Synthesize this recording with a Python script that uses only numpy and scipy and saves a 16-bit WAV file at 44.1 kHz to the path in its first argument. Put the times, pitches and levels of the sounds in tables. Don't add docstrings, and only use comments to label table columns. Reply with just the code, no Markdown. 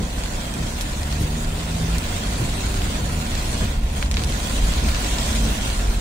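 import sys
import numpy as np
from scipy import signal
from scipy.fft import rfft, irfft
from scipy.io import wavfile
from scipy.ndimage import uniform_filter1d

SR = 44100
rng = np.random.default_rng(int(sys.argv[2]) if len(sys.argv) > 2 else 0)


def dump(signal):
    limited = np.clip(np.atleast_2d(signal).T, -1, 1)
    pcm = np.round(limited * 32767).astype(np.int16)
    wavfile.write(sys.argv[1], SR, pcm)


N = 264820
TIME = np.arange(N) / SR
FREQS = np.fft.rfftfreq(N, 1 / SR)


def amp(db):
    return 10 ** (np.asarray(db) / 20)


def unit(x):
    return x / np.sqrt(np.mean(x ** 2) + 1e-20)


def at_pitch(points, hz):
    f, value = np.transpose(points)
    return np.interp(np.log(hz + 1), np.log(f), value)


def in_time(rows):
    s, *columns = np.transpose(rows)
    return [np.interp(TIME, s, column) for column in columns]


def swell(s, half_length):
    return np.exp(-.5 * ((TIME - s) / half_length) ** 2)


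def hump(centre_hz, octaves):
    return np.exp(-.5 * (np.log2((FREQS + 1) / centre_hz) / octaves) ** 2)


def drift(hz):
    slow = np.exp(-(FREQS / hz) ** 2) * (FREQS > 0)
    return unit(irfft(rfft(rng.standard_normal(N)) * slow, N))


def add(mix, s, sound):
    part = mix[:, max(round(s * SR), 0):][:, :sound.shape[1]]
    part += sound[:, :part.shape[1]]


def ring(x, tone_db):
    cepstrum = irfft(np.log(amp(np.maximum(tone_db, -100))), N)
    cepstrum[..., 1:N // 2] *= 2
    cepstrum[..., N // 2 + 1:] = 0
    return irfft(rfft(x) * np.exp(rfft(cepstrum)), N)


# f/Hz, likeness (1 = the same, 0 = unrelated, -1 = opposite)
SIDE_LIKENESS = [(35, .9995), (80, .997), (130, .988), (190, .972), (300, .86), (430, .1), (570, .72),
                 (800, -.21), (960, .14), (1250, -.23), (1600, -.47), (1900, .23), (2500, .24),
                 (3000, -.29), (3700, 0)]
def cabin(pair):
    angle = np.arcsin(np.clip(at_pitch(SIDE_LIKENESS, FREQS), -1, 1)) / 2
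    spectra = rfft(pair)
    return irfft(np.cos(angle) * spectra + np.sin(angle) * spectra[::-1], N)


def cabin_noise(tone):
    return unit(ring(cabin(rng.standard_normal((2, N))), at_pitch(tone, FREQS)))


# t/s, level/dB
SHOWER = [(0, -37.5), (.8, -37), (1.6, -37), (2.1, -35), (2.75, -34.5), (3.1, -35.5), (3.6, -34.5),
          (4.28, -35), (4.5, -33), (4.9, -33.5), (5.25, -31.5), (5.7, -34), (6, -36)]
# t/s, rain held off/dB, half length/s
SHELTER = [(0.018, 1.3, 0.11), (3.83, 7.6, 0.088), (4.1, 5, 0.042), (4.2, 2, .04), (4.27, 2, .018),
           (6.0, 2, 0.082)]
def rain_level():
    shower_db, = in_time(SHOWER)
    return shower_db - sum(db * swell(s, half_length) for s, db, half_length in SHELTER)


def rain_change():
    rain_db = rain_level()
    return rain_db - rain_db.mean()


def impacts(per_s, spread_db, largest):
    size = amp(spread_db * np.minimum(rng.exponential(1, (2, N)), largest))
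    sign = rng.choice([-1, 1], (2, N))
    lands = rng.random((2, N)) < per_s / SR
    return size * sign * lands


def shimmer(x, depth_db, bins, frames=7):
    window = dict(fs=SR, nperseg=1024, noverlap=768)
    hz, _, spectra = signal.stft(x, **window)
    patches = uniform_filter1d(rng.standard_normal(spectra.shape[1:]), bins, axis=0)
    patches = unit(uniform_filter1d(patches, frames, axis=1))
    treble = at_pitch([(1000, 0.54), (9000, 0.69)], hz)[:, None]
    flicker = amp(depth_db * treble * np.minimum(patches, 1))
    return signal.istft(spectra * flicker, **window)[1][:, :N]


# f/Hz, left minus right/dB
RAIN_BALANCE = [(300, 0), (580, -1.5), (710, -6), (850, 0), (1300, -1), (1500, -1.5), (2300, -0.5),
                (3100, -3), (4300, -.5), (7000, -4), (8200, -1.5), (9500, 5), (12000, -1), (15300, -8.5)]
def panel(tone, ripple_db=1.1, spacing_hz=70):
    notes_hz = np.arange(400) * spacing_hz
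    ripple = np.array([np.interp(FREQS, notes_hz, side) for side in rng.standard_normal((2, 400))])
    ripple *= ripple_db * hump(2800, octaves=0.9)
    balance = np.outer([.5, -.5], at_pitch(RAIN_BALANCE, FREQS))
    return at_pitch(tone, FREQS) + balance + ripple


# f/Hz, level/dB
GLASS_TONE = [(300, -9.5), (900, -12.5), (1400, 3), (2000, -1.5), (3000, 0), (4200, -1), (5200, -5),
              (7200, -2.5), (8300, -4.5), (9300, -6), (10500, -12), (12000, -16.5), (13500, -16),
              (15500, -15)]
def windshield(drops_per_s=5000, wash_db=-6, level_db=3.5, sizzle=0.14, band_count=14):
    bands = np.array([hump(hz, octaves=1) for hz in np.geomspace(1000, 14000, band_count)]) + 1e-9
    bands /= np.linalg.norm(bands, axis=0)
    per_band = drops_per_s / band_count
    tick_spectrum = sum(band * rfft(impacts(per_band, spread_db=.5, largest=5.1)) for band in bands)
    patter = unit(irfft(tick_spectrum, N)) + amp(wash_db) * rng.standard_normal((2, N))
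    patter = shimmer(patter, depth_db=6, bins=6)
    patter = shimmer(patter, depth_db=1.5, bins=110)
    patter = unit(ring(cabin(patter), panel(GLASS_TONE)))
    fizz = irfft(rfft(patter) * hump(6000, octaves=0.8), N)
    patter += np.tanh(sizzle * rain_change() / 2) * fizz / 2
    return amp(rain_level() + level_db) * patter


# f/Hz, level/dB
TAP_TONE = [(250, -5), (700, 0), (1020, 2), (1230, -6), (1400, -4.5), (2000, -1.5), (3500, -0.5),
            (9000, -16.5), (13000, -25)]
def taps(drops_per_s=130, ring_s=0.002, level_db=-6.5, spot_count=12):
    t = TIME[:SR // 50]
    spots = rng.standard_normal((spot_count, 2, len(t))) * np.exp(-t / ring_s)
    hits = np.zeros((2, N))
    for spot in spots:
        drops = impacts(drops_per_s / spot_count, spread_db=1.5, largest=2.9)
        hits += signal.oaconvolve(drops, spot, axes=1)[:, :N]
    return amp(rain_level() + level_db) * unit(ring(cabin(hits), at_pitch(TAP_TONE, FREQS)))


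# f/Hz, level/dB
ROOF_TONE = [(120, -1), (230, 4.5), (330, 1), (390, 3), (440, 3), (580, 2.5), (650, 2), (720, 4),
             (820, -0.5), (1020, 1), (1230, -8.5), (1500, -6.5), (2200, -12), (5000, -37)]
def roof(drops_per_s=2200, level_db=-34, rain_share=0.63):
    drops = impacts(drops_per_s, spread_db=3, largest=2.7)
    drumming = unit(ring(cabin(drops), panel(ROOF_TONE)))
    return amp(level_db + rain_share * rain_change()) * drumming


# f/Hz, level/dB
RUMBLE_TONE = [(10, -35), (19, -11), (27, 2.5), (38, 0), (51, 4.5), (62, -0.5), (75, -4), (97, -7),
               (125, -15.5), (200, -21), (450, -45), (1200, -87)]
# f/Hz, level/dB
TYRE_TONE = [(70, -29), (110, -2), (150, -2), (195, 0), (225, -1), (245, -2), (265, -4), (300, -6.5),
             (350, -15), (500, -27.5), (1200, -45)]
def road(rise_db_per_s=0.9, rain_share=0.48):
    rumble_db = -28 + rise_db_per_s * TIME
    tyres_db = -34.5 + rain_share * rain_change()
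    for s, extra_rumble_db, extra_tyres_db, _, _ in LANE_BUMPS:
        bump = swell(s, BUMP_HALF_S)
        rumble_db += extra_rumble_db * bump
        tyres_db += extra_tyres_db * bump
    rumble = amp(rumble_db) * cabin_noise(RUMBLE_TONE)
    tyres = amp(tyres_db) * cabin_noise(TYRE_TONE)
    return rumble + tyres * amp([[-.4], [.4]])


# t/s, firing rate/Hz, level/dB
ENGINE_RUN = [(0, 61.5, -41), (.7, 64.93, -38), (.98, 70, -34), (1.18, 74.5, -28), (1.57, 79.6, -34),
              (1.8, 82.5, -34.5), (1.87, 83.3, -30.5), (1.98, 85, -32), (2.03, 87.5, -39),
              (2.35, 93.4, -33.5), (2.8, 98, -35), (3.0, 88, -39), (3.08, 83.5, -35), (3.17, 80, -29),
              (3.27, 75, -37), (3.7, 70.9, -32), (4.3, 71, -34), (4.6, 71.4, -37), (5.15, 74.35, -44),
              (6, 70.6, -46)]
# multiple of the firing rate, level/dB
HARMONICS = [(1, 1.5), (2, -9.5), (3, -14.5), (4, -20), (5, -26)]
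# f/Hz, width/Hz, boost/dB
CABIN_BOOMS = [(152, 14, 7), (166, 12, 11.5), (231, 16, 12), (392, 30, 13)]
def engine(wobble=0.0035, flutter_db=1.0, left_lag_s=0.00006):
    firing_hz, load_db = in_time(ENGINE_RUN)
    cycles = np.cumsum(firing_hz * (1 + wobble * drift(14))) / SR
    cycles = cycles - np.outer([left_lag_s, 0], firing_hz)
    hum = np.zeros((2, N))
    for multiple, db in HARMONICS:
        note_hz = multiple * firing_hz
        boom_db = sum(boost / (1 + (2 * (note_hz - hz) / width) ** 2)
                      for hz, width, boost in CABIN_BOOMS)
        loudness = amp(load_db + db + boom_db + flutter_db * drift(5.4))
        hum += loudness * np.sin(2 * np.pi * (multiple * cycles + rng.random()))
    return np.sqrt(2) * hum


# f/Hz, level/dB
THUD_TONE = [(40, -26), (80, 2.5), (130, 0.5), (180, -3), (250, -7), (370, -14), (480, -14.5), (800, -45),
             (2000, -62)]
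# level/dB, half length/s
WIPER_TURNS = [(-24, 0.03), (-27.5, 0.056)]
def wipers(sweep_s=.604, flop_lag_s=0.013):
    loudness = np.zeros(N)
    for turn, s in enumerate(np.arange(0, N / SR, sweep_s)):
        db, half_length = WIPER_TURNS[turn % 2]
        loudness += amp(db) * swell(s + flop_lag_s, half_length)
    return loudness * cabin_noise(THUD_TONE)


# t/s, level/dB
ROD_KNOCKS = [(0, -22), (1.205, -20.3), (2.405, -19.7), (3.62, -20.3), (4.829, -25)]
# f/Hz, level/dB, time to fade by 60 dB/s
WALL_NOTES = [(124, -3.5, 0.09), (191, -7, 0.04), (300, -8, 0.082), (360, -3.5, 0.075), (450, -8, 0.046)]
def knocks(rise_s=0.0023):
    out, t = np.zeros((2, N)), TIME[:SR // 4]
    knock = sum(amp(db - 60 * t / fade_s) * np.sin(2 * np.pi * hz * t) for hz, db, fade_s in WALL_NOTES)
    knock *= 1 - np.exp(-t / rise_s)
    for s, db in ROD_KNOCKS:
        add(out, s, amp(db) * knock[None])
    return out


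SPLASH_SAMPLES = 8192
def splash(low_hz, high_hz):
    hz = np.fft.rfftfreq(SPLASH_SAMPLES, 1 / SR) + 1
    band = 1 / np.sqrt((1 + (low_hz / hz) ** 4) * (1 + (hz / high_hz) ** 8))
    return unit(irfft(rfft(rng.standard_normal((2, SPLASH_SAMPLES))) * band))


# t/s, level/dB, lowest f/Hz, highest f/Hz
FAT_DRIPS = [(.2363, -27.5, 1200, 6000), (.259, -29.5, 800, 4000), (.5392, -29.5, 5500, 9000),
             (.81, -25.3, 2200, 7000), (1.0315, -29.5, 1500, 7000), (1.1255, -27, 1300, 5500),
             (1.446, -30, 1000, 4500), (1.9826, -25.5, 3000, 10000), (2.742, -27.5, 1000, 7000),
             (2.819, -28, 2000, 5000), (3.3523, -27, 1500, 7000), (4.0262, -20.3, 1000, 4300),
             (4.0596, -31, 800, 5000), (4.1132, -21.8, 1500, 7500), (4.1417, -23.7, 1200, 5200),
             (4.1692, -19, 1400, 5000), (4.1937, -26, 1000, 5000), (4.2367, -24, 2200, 7500),
             (4.2196, -28, 800, 5000), (4.3228, -28.5, 1600, 5000), (4.7374, -26.5, 2000, 5500),
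             (4.9467, -25, 950, 5000), (5.045, -26.5, 2000, 7000), (5.1844, -24, 1500, 6000),
             (5.7006, -27, 900, 6500)]
def drips(flatten_s=.0009, smack_s=.0025, echo_s=0.013, flex_ratio=1.5, flex_db=-9.5):
    out = np.zeros((2, N))
    smack = swell(flatten_s, flatten_s / 2)
    echo = amp(-23) * (1 - np.exp(-TIME / flatten_s)) * np.exp(-TIME / echo_s)
    splatter = amp(-16) * swell(.0065, half_length=.0034)
    loudness = (smack + echo + splatter)[:SPLASH_SAMPLES]
    for s, db, low_hz, high_hz in FAT_DRIPS:
        flex = smack * np.sin(2 * np.pi * flex_ratio * low_hz * (TIME - flatten_s))
        hit = splash(low_hz, high_hz) * loudness + amp(flex_db) * flex[:SPLASH_SAMPLES]
        smack_strength = hit[:, :round(smack_s * SR)].std()
        add(out, s, amp(db) * hit / smack_strength)
    return out * amp([[-.75], [.75]])


# t/s, level/dB, lowest f/Hz, highest f/Hz, rise time/s
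SPRAY_BURSTS = [(0.814, -30, 1500, 12000, 0.01), (1.138, -43, 1010, 8040, 0.011),
                (1.215, -35.5, 3500, 11800, 0.023), (1.984, -34, 8000, 13000, 0.0043),
                (4.245, -29, 3000, 9000, .004), (4.956, -32, 950, 5000, .009)]
def spray():
    out = np.zeros((2, N))
    for s, db, low_hz, high_hz, rise_s in SPRAY_BURSTS:
        age = TIME[:SPLASH_SAMPLES] / rise_s
        loudness = age ** 2 * np.exp(2 - 2 * age)
        add(out, s - rise_s, amp(db) * splash(low_hz, high_hz) * loudness)
    return out


BUMP_HALF_S = 0.069
# t/s, extra rumble/dB, extra tyre roar/dB, boom level/dB, boom f/Hz
LANE_BUMPS = [(1.93, 2.5, 1, -22.5, 52), (2.33, 1, 3, -31, 53), (2.85, 2, 4, -28, 35),
              (3.82, 1.5, 0, -22, 27), (4.15, 3.5, 1.5, -22.5, 52), (4.68, 1, 1, -20.5, 47),
              (4.86, 2, 2.5, -24, 66), (5.17, 0, 0, -26, 52), (5.49, 0, 2.5, -21, 50),
              (5.93, 1.5, 1.5, -19.5, 44)]
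def jolts(wobble=0.037):
    unsteady_time = np.cumsum(1 + wobble * drift(16.5)) / SR
    out = np.zeros(N)
    for s, _, _, db, hz in LANE_BUMPS:
        boom = np.sin(2 * np.pi * (hz * unsteady_time + rng.random()))
        out += amp(db) * swell(s, BUMP_HALF_S) * boom
    return np.sqrt(2) * out


# t/s, f/Hz, level/dB
DRONE_NOTE = [(4.9, 232, -90), (5.2, 228, -38), (5.35, 223, -36), (5.45, 220, -30.5), (5.55, 220, -42),
              (5.8, 220, -90)]
def drone(wobble=0.0075, flutter_db=2):
    hz, db = in_time(DRONE_NOTE)
    cycles = np.cumsum(hz * (1 + wobble * drift(20))) / SR
    return np.sqrt(2) * amp(db + flutter_db * drift(7.5)) * np.sin(2 * np.pi * cycles)


def scene(clump_db=.65, clump_hz=32):
    car = road() + jolts() + engine() + drone() + wipers() + knocks()
    car *= amp([[-.15], [.15]])
    rain = windshield() + taps() + roof()
    rain *= amp(clump_db * drift(clump_hz))
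    return rain + drips() + spray() + car


def record(dry, cutoff_hz=15720):
    lowpass = signal.firwin(511, cutoff_hz, window=("kaiser", 9), fs=SR)
    return signal.oaconvolve(dry, lowpass[None], "same")


dry = scene()
out = record(dry)
dump(out)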